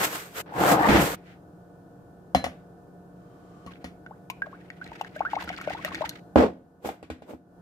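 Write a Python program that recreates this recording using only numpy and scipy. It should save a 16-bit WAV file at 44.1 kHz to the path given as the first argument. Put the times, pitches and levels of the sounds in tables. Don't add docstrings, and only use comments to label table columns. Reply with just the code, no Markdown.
import sys
import numpy as np
from scipy import signal
from scipy.fft import rfft, irfft, next_fast_len
from scipy.io import wavfile

SR = 44100
rng = np.random.default_rng(int(sys.argv[2]) if len(sys.argv) > 2 else 0)


def wav_out(sig):
    wavfile.write(sys.argv[1], SR, np.round(np.clip(np.atleast_2d(sig).T, -1, 1) * 32767).astype(np.int16))


N = 335601
TIME = np.arange(N) / SR

RUMBLE = [(20, -46.5), (60, -13.5), (204, -1), (240, -9.5), (306, 3.5), (407, -13), (900, -8.5),
          (1200, -54.5)]
SCRAPE = [(250, -26.5), (450, -2), (750, -6), (1600, -10), (2200, -18.5), (6000, -36.5)]
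HISS = [(880, -6.5), (1500, -3), (5310, -15), (8260, -11.5), (9310, -19.5), (13200, -12), (16800, -21.5)]
SPRAY = [(1200, -5.5), (2000, -3.5), (9700, -33), (13900, -38), (16500, -26.5)]
# f/Hz, width/Hz, boost/dB
BOOM = [(64, 40, 12)]
# t/s, level/dB
STIR = [(3.599, -96), (3.72, -52.5), (4.0, -89), (4.6, -60.5), (4.79, -68.5), (4.867, -45.5), (5.12, -58),
        (5.45, -42.5), (5.8, -45), (6.0, -41.5), (6.195, -52.5), (6.211, -109)]


def from_db(db):
    return 10 ** (np.asarray(db) / 20)


def rms_one(x):
    return x / np.sqrt(np.mean(x ** 2) + 1e-20)


def filtered(x, order, hz, kind):
    return signal.sosfilt(signal.butter(order, hz, kind, fs=SR, output="sos"), x)


def gains(rows):
    times, *columns = np.transpose(rows)
    return np.array([from_db(np.interp(TIME, times, db, left=-200, right=-200)) for db in columns])


def strokes(rows):
    power = 0
    for s, rise, hold, fall, *levels_db in rows:
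        shape_db = -40 * np.maximum(0, np.maximum((s - TIME) / rise, (TIME - s - hold) / fall))
        power = power + from_db(np.maximum(shape_db, -200) + np.array(levels_db)[:, None]) ** 2
    return np.sqrt(power)


def flicker(rate_hz, depth_db):
    pole = np.exp(-2 * np.pi * rate_hz / SR)
    slow = signal.lfilter([1], [1, -2 * pole, pole * pole], rng.standard_normal(N + SR))[SR:]
    return from_db(depth_db * rms_one(slow))


def diffuse(size, contact=1., mic_spacing_m=.15):
    padded = next_fast_len(size, real=True)
    padded += padded % 2
    hz = np.fft.rfftfreq(padded, 1 / SR)
    alike = .95 * np.sinc(2 * hz * mic_spacing_m / 343)
    mid, side = rfft(contact * rng.standard_normal((2, size)), padded)
    return hz, np.sqrt(1 + alike) * mid + np.sqrt(1 - alike) * side * [[1], [-1]]


def coloured(spectrum, contact=1., peaks=()):
    hz, pair = diffuse(N, contact)
    table_hz, table_db = np.transpose(spectrum)
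    shape_db = np.interp(np.log(hz + 1), np.log(table_hz), table_db, left=-150, right=-150)
    for peak_hz, width_hz, boost_db in peaks:
        shape_db += boost_db / (1 + (2 * (hz - peak_hz) / width_hz) ** 2)
    return rms_one(irfft(pair * from_db(shape_db))[:, :N])


def add(out, s, sound):
    at = round(s * SR)
    out[at:at + len(sound)] += sound[:N - at]


def ping(hz, t60, octaves):
    t = np.arange(round(.12 * SR)) / SR
    pitch = hz * 2 ** (octaves * (1 - np.exp(-t / .035)))
    envelope = (1 - np.exp(-t / .0001)) * from_db(-60 * t / t60)
    return envelope * np.sin(2 * np.pi * np.cumsum(pitch) / SR)


def struck(modes, seconds, spread_db):
    t = np.arange(round(seconds * SR))[:, None] / SR
    hz, level_db, t60 = np.transpose(modes)
    chance_db = spread_db * rng.standard_normal(len(hz))
    sound = (from_db(level_db + chance_db - 60 * t / t60) * np.sin(2 * np.pi * hz * t)).sum(axis=1)
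    return sound / np.max(np.abs(sound))


def crack(level_db, t60, band_hz, order=1):
    t = np.arange(round(.12 * SR)) / SR
    burst = rng.standard_normal(len(t)) * from_db(level_db - 60 * t / t60)
    return filtered(burst, order, band_hz, "band")


def rubbing(scrape_gain, hiss_gain, rumble_db):
    rumble = from_db(rumble_db) * coloured(RUMBLE, flicker(90, depth_db=2.5))
    scrape = coloured(SCRAPE, flicker(220, depth_db=3))
    hiss = coloured(HISS, flicker(74, depth_db=1.2))
    return scrape_gain * (rumble + scrape) + hiss_gain * hiss


def fridge():
    hum_tones = [(177.6, 1.5), (473.7, -7), (592.2, -13), (705.2, -6.5), (1475, -17), (1771, -23.5)]
    drone_colour = [(20, -24.5), (179, -3), (230, -14.5), (289, -6), (709, -23), (994, -25), (1510, -24.5),
                    (2010, -44), (14300, -48), (16500, -53)]
    drone_peaks = [(716, 290, 9)]
    loudness = [(0, -54), (6.35, -53), (6.45, -59.5), (7.45, -62), (7.61, -54)]
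    tones = 0
    for hz, db in hum_tones:
        cycles = hz * TIME + rng.random((2, 1)) * hz / 4000
        tones += from_db(db) * flicker(3.9, depth_db=1) * np.sin(2 * np.pi * cycles)
    drone = from_db(2.5) * coloured(drone_colour, peaks=drone_peaks)
    return gains(loudness)[0] * (tones + drone)


def bag_rustle():
    crumples = [(.01, 0.028, 0.0056, 0.19, -26, -40), (.045, 0.21, 0.0014, 0.11, -39, -23),
                (.135, 0.23, 0.012, 0.3, -38.5, -33), (.375, 0.096, 0.038, 0.016, -38, -34.5)]
    return rubbing(*strokes(crumples), rumble_db=-7)


def pan_drag():
    pull = [(.46, -47, -91), (.53, -45.5, -58.5), (.6, -24.5, -35.5), (.72, -21.5, -24), (.78, -27, -46.5),
            (.88, -22.5, -35.5), (.97, -21, -34.5), (1.02, -25, -27), (1.148, -38, -37.5), (1.16, -83, -58)]
    return rubbing(*gains(pull), rumble_db=-3)


def pan_rasp():
    glide = [(.52, 847, -46.5), (.57, 900, -40.5), (.65, 700, -28.5), (.74, 632, -25.5), (.87, 1091, -28),
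             (.89, 1110, -54.5)]
    times, pitches, _ = np.transpose(glide)
    phase = 2 * np.pi * np.cumsum(np.interp(TIME, times, pitches)) / SR
    slips = filtered(rng.standard_normal((2, N)), order=2, hz=140, kind="low")
    lower = slips[0] * np.sin(phase)
    upper = from_db(-5) * slips[1] * np.sin(1.8 * phase)
    return gains(glide)[1] * rms_one(lower + upper)


def pan_jolt():
    catch = [(.887, .003, 0.083, 0.22, -18, -24)]   # t/s, rise/s, hold/s, fall/s, boom/dB, grind/dB
    boom, grind = strokes(catch)
    return boom * coloured(RUMBLE, flicker(90, depth_db=2.5), BOOM) + grind * coloured(SPRAY)


def knocks(thud_cycles=9, thud_attack_s=.00025):
    # t/s, thud/dB, thud f/Hz, crack/dB, ring compared with thud/dB
    blows = [(.887, -9, 220.6, -26, -7.5), (0.962, -17, 302, -17.5, -13), (2.3478, -3, 660, -17, -20),
             (2.353, -16.5, 191, -37, 2.5), (2.4415, -15, 600, -23, -14.5), (2.4425, -14, 2500, -30, -30),
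             (2.465, -21, 634, -56, -3), (3.663, -36.5, 198, -39.5, 5), (3.843, -39.5, 292, -32.5, 14.5),
             (6.358, -13.5, 285, -56, 9.5), (6.385, -15, 321, -46, 1), (6.436, -13.5, 477, -36, -20),
             (6.847, -34.5, 610, -41, 4.5), (6.889, -23.5, 730, -37.5, -11),
             (7.028, -40.5, 308, -46.5, 2.5), (7.101, -36.5, 270, -37.5, 10.5), (7.221, -43, 605, -52, 4),
             (7.335, -33.5, 293, -61, -2)]
    counter_tones = [(81, -6, 0.13), (181.9, -9, 0.18), (260.3, -1.5, 0.11), (312, -8.5, 0.19),
                     (517, 8.5, 0.011)]
    out = np.zeros(N)
    for s, thud_db, hz, crack_db, ring_db in blows:
        thud = from_db(thud_db) * ping(hz, thud_cycles / hz, octaves=0)
        thud *= 1 - np.exp(-TIME[:len(thud)] / thud_attack_s)
        tick = crack(crack_db, t60=.015, band_hz=(1800, 4500))
        add(out, s, thud + tick + crack(crack_db, t60=.16, band_hz=(1220, 2530)))
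        add(out, s, from_db(thud_db + ring_db) * struck(counter_tones, seconds=.3, spread_db=3))
    return filtered(out, order=4, hz=60, kind="high")


def sleeve_swish():
    brush = [(1.27, 0.13, 0.056, 0.14, -56.5)]   # t/s, rise/s, hold/s, fall/s, level/dB
    return strokes(brush) * coloured(SPRAY)


def spoon_ring(struck_s=2.354, lands_s=2.437):
    notes = [(1736, -47, 0.9), (4100, -34, 0.31)]   # f/Hz, level/dB, t60/s
    out = np.zeros(N)
    for hz, level_db, t60 in notes:
        note = from_db(level_db) * ping(hz, t60, octaves=-.015)
        add(out, struck_s, note[:round((lands_s - struck_s) * SR)])
    return out


def spoon_slide():
    loudness = [(3.16, -69.5), (3.66, -60)]   # t/s, level/dB
    ringing_bands = [(1140, 380, 28.5), (3110, 110, 10)]   # f/Hz, width/Hz, boost/dB
    colour = [(600, -17), (1500, 9), (9000, -0.5)]   # f/Hz, level/dB
    return gains(loudness)[0] * coloured(colour, peaks=ringing_bands)


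def milk_slosh(vigour):
    rocking = from_db(-47) * vigour ** .95 * coloured(RUMBLE, flicker(25, depth_db=3), BOOM)
    spray = gains(STIR)[0] * coloured(SPRAY, flicker(30, depth_db=5.5))
    return rocking + spray


def milk_gurgle(vigour):
    start_s, end_s = STIR[0][0], STIR[-1][0]
    out = np.zeros(N)
    for when, pitch, softness, rise in rng.random((200, 4)):
        hz = 1500 * 2 ** (1.7 * pitch)
        pocket = from_db(-20 * softness) * ping(hz, t60=30 / hz, octaves=.6 * rise)
        add(out, start_s + when * (end_s - start_s), pocket)
    return from_db(-54) * vigour * out / np.std(out[out != 0])


def milk_plops(ping_cycles=26):
    pockets = [(3.674, -38, 1158, 0.077, -0.17), (4.109, -39.5, 734, 0.073, 2.1),
               (4.3, -30, 966, 0.058, 0.34), (4.42, -19.5, 1575, 0.05, 0.16),
               (4.468, -35, 666, 0.043, -0.72), (4.529, -38.5, 1030, 0.084, 1.3),
               (4.814, -32, 1435, 0.06, 0.59), (5.011, -18, 884, 0.013, -1.7),
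               (5.162, -36.5, 1500, 0.08, 0.56), (5.206, -18, 672, 0.047, 3.2),
               (5.251, -20.5, 1300, 0.096, 0.75), (5.333, -20, 950, 0.042, -1.8),
               (5.365, -23.5, 710, 0.08, 1.96), (5.387, -37, 1940, 0.069, -1.1),
               (5.476, -31.5, 1452, 0.065, -0.45), (5.675, -17, 560, 0.026, 0.85),
               (5.686, -34, 1430, 0.065, .4), (5.704, -26, 633, 0.045, 2.1), (5.748, -32.5, 830, 0.07, 0.7),
               (5.768, -39, 1210, 0.087, 1.3), (5.79, -37.5, 964, 0.074, 0.97),
               (5.847, -29, 547, 0.073, 0.9), (6.009, -22.5, 598, 0.066, 0.31),
               (6.021, -23.5, 907, 0.037, 1.3)]
    pings = [(4.063, -32.5, 1460), (4.3, -21, 2390), (4.461, -38, 1170), (4.702, -26.5, 1910),
             (4.842, -35, 4100), (4.876, -40, 3900), (4.9177, -34, 895), (5.0123, -23.5, 2750),
             (5.047, -29, 1720), (5.162, -31.5, 590), (5.193, -33, 2460), (5.301, -39, 3140),
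             (5.334, -37, 2800), (5.355, -26, 2100), (5.409, -34, 1050), (5.423, -30.5, 950),
             (5.491, -20.5, 2010), (5.491, -24, 3020), (5.502, -28, 710), (5.539, -32, 1530),
             (5.587, -29, 1270), (5.6126, -27, 1360), (5.698, -29, 2510), (5.736, -29, 1940),
             (5.848, -14.5, 1870), (5.88, -25.5, 1210), (5.918, -29, 1074), (5.946, -20.5, 1820),
             (5.947, -26, 4520), (5.953, -21, 2320), (5.979, -32, 1837), (6.041, -23.5, 875),
             (6.061, -29.5, 1870), (6.0934, -19.5, 4300)]
    slaps = [(4.301, -32.5), (5.0126, -43), (5.164, -49), (5.423, -43), (5.44, -41), (5.6134, -40.5),
             (5.698, -49), (5.848, -32.5), (5.952, -50), (6.0918, -29.5)]
    out = np.zeros(N)
    for s, db, hz, t60, octaves in pockets:
        add(out, s, from_db(db) * ping(hz, t60, octaves))
    for s, db, hz in pings:
        tick = crack(db - 5, t60=.012, band_hz=(hz / 2, hz * 2), order=2)
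        add(out, s, tick + from_db(db) * ping(hz, ping_cycles / hz, octaves=.3))
    for s, db in slaps:
        add(out, s, crack(db, t60=.032, band_hz=(2000, 13000)))
    return filtered(out, order=2, hz=300, kind="high")


def heavy_shuffle():
    shoves = [(6.36, 0.0036, 0.061, 0.12, -13.5, -48.5), (6.86, 0.05, 0.0052, 0.14, -30, -41.5),
              (7.305, 0.09, 0.004, 0.12, -39.5, -56)]
    body_colour = [(50, -68), (200, -3), (375, -5), (500, 0), (900, -12.5), (5000, -40), (9000, -52.5)]
    body_gain, hiss_gain = strokes(shoves)
    body = body_gain * coloured(body_colour, flicker(90, depth_db=2.5))
    return body + hiss_gain * coloured(HISS, flicker(74, depth_db=1.2))


def placed(x, left_lag_s, left_db, room_db):
    near_t60, walls_t60, walls_db, dull_hz = .029, .38, -20.5, 3000
    size = SR // 2
    hz, pair = diffuse(size)
    t = TIME[:size]
    fade = from_db(-60 * t / near_t60) + from_db(walls_db - 60 * t / walls_t60)
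    dull_noise = irfft(pair / (1 + 1j * hz / dull_hz))[:, :size]
    echo = dull_noise * fade * (1 - np.exp(-t / .00031))
    echo *= from_db(room_db) / np.sqrt(np.sum(echo ** 2) / 2)
    direct = np.array([np.roll(x, round(max(lag, 0) * SR)) for lag in (left_lag_s, -left_lag_s)])
    direct *= from_db([[left_db / 2], [-left_db / 2]])
    return direct + signal.fftconvolve(x[None], echo, axes=1)[:, :N]


def scene():
    heavy_from_s, full_stir_db = 6.3, -45
    blows = knocks()
    early = blows * (TIME < heavy_from_s) + pan_rasp()
    left = placed(early, left_lag_s=-.00018, left_db=1.5, room_db=-7)
    vigour = gains(STIR)[0] / from_db(full_stir_db)
    milk = placed(milk_gurgle(vigour) + milk_plops(), left_lag_s=-.00016, left_db=3, room_db=-8)
    bass_cut = filtered(blows, order=2, hz=135, kind="high") * (TIME >= heavy_from_s)
    right = placed(bass_cut, left_lag_s=.00025, left_db=-4.5, room_db=.5)
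    return (fridge() + bag_rustle() + pan_drag() + pan_jolt() + left + sleeve_swish() + spoon_ring()
            + spoon_slide() + milk_slosh(vigour) + milk + right + heavy_shuffle())


def record(dry):
    cutoff_hz = 16450
    return signal.sosfilt(signal.cheby2(14, 70, cutoff_hz, fs=SR, output="sos"), np.tanh(dry))


dry = scene()
out = record(dry)
wav_out(out)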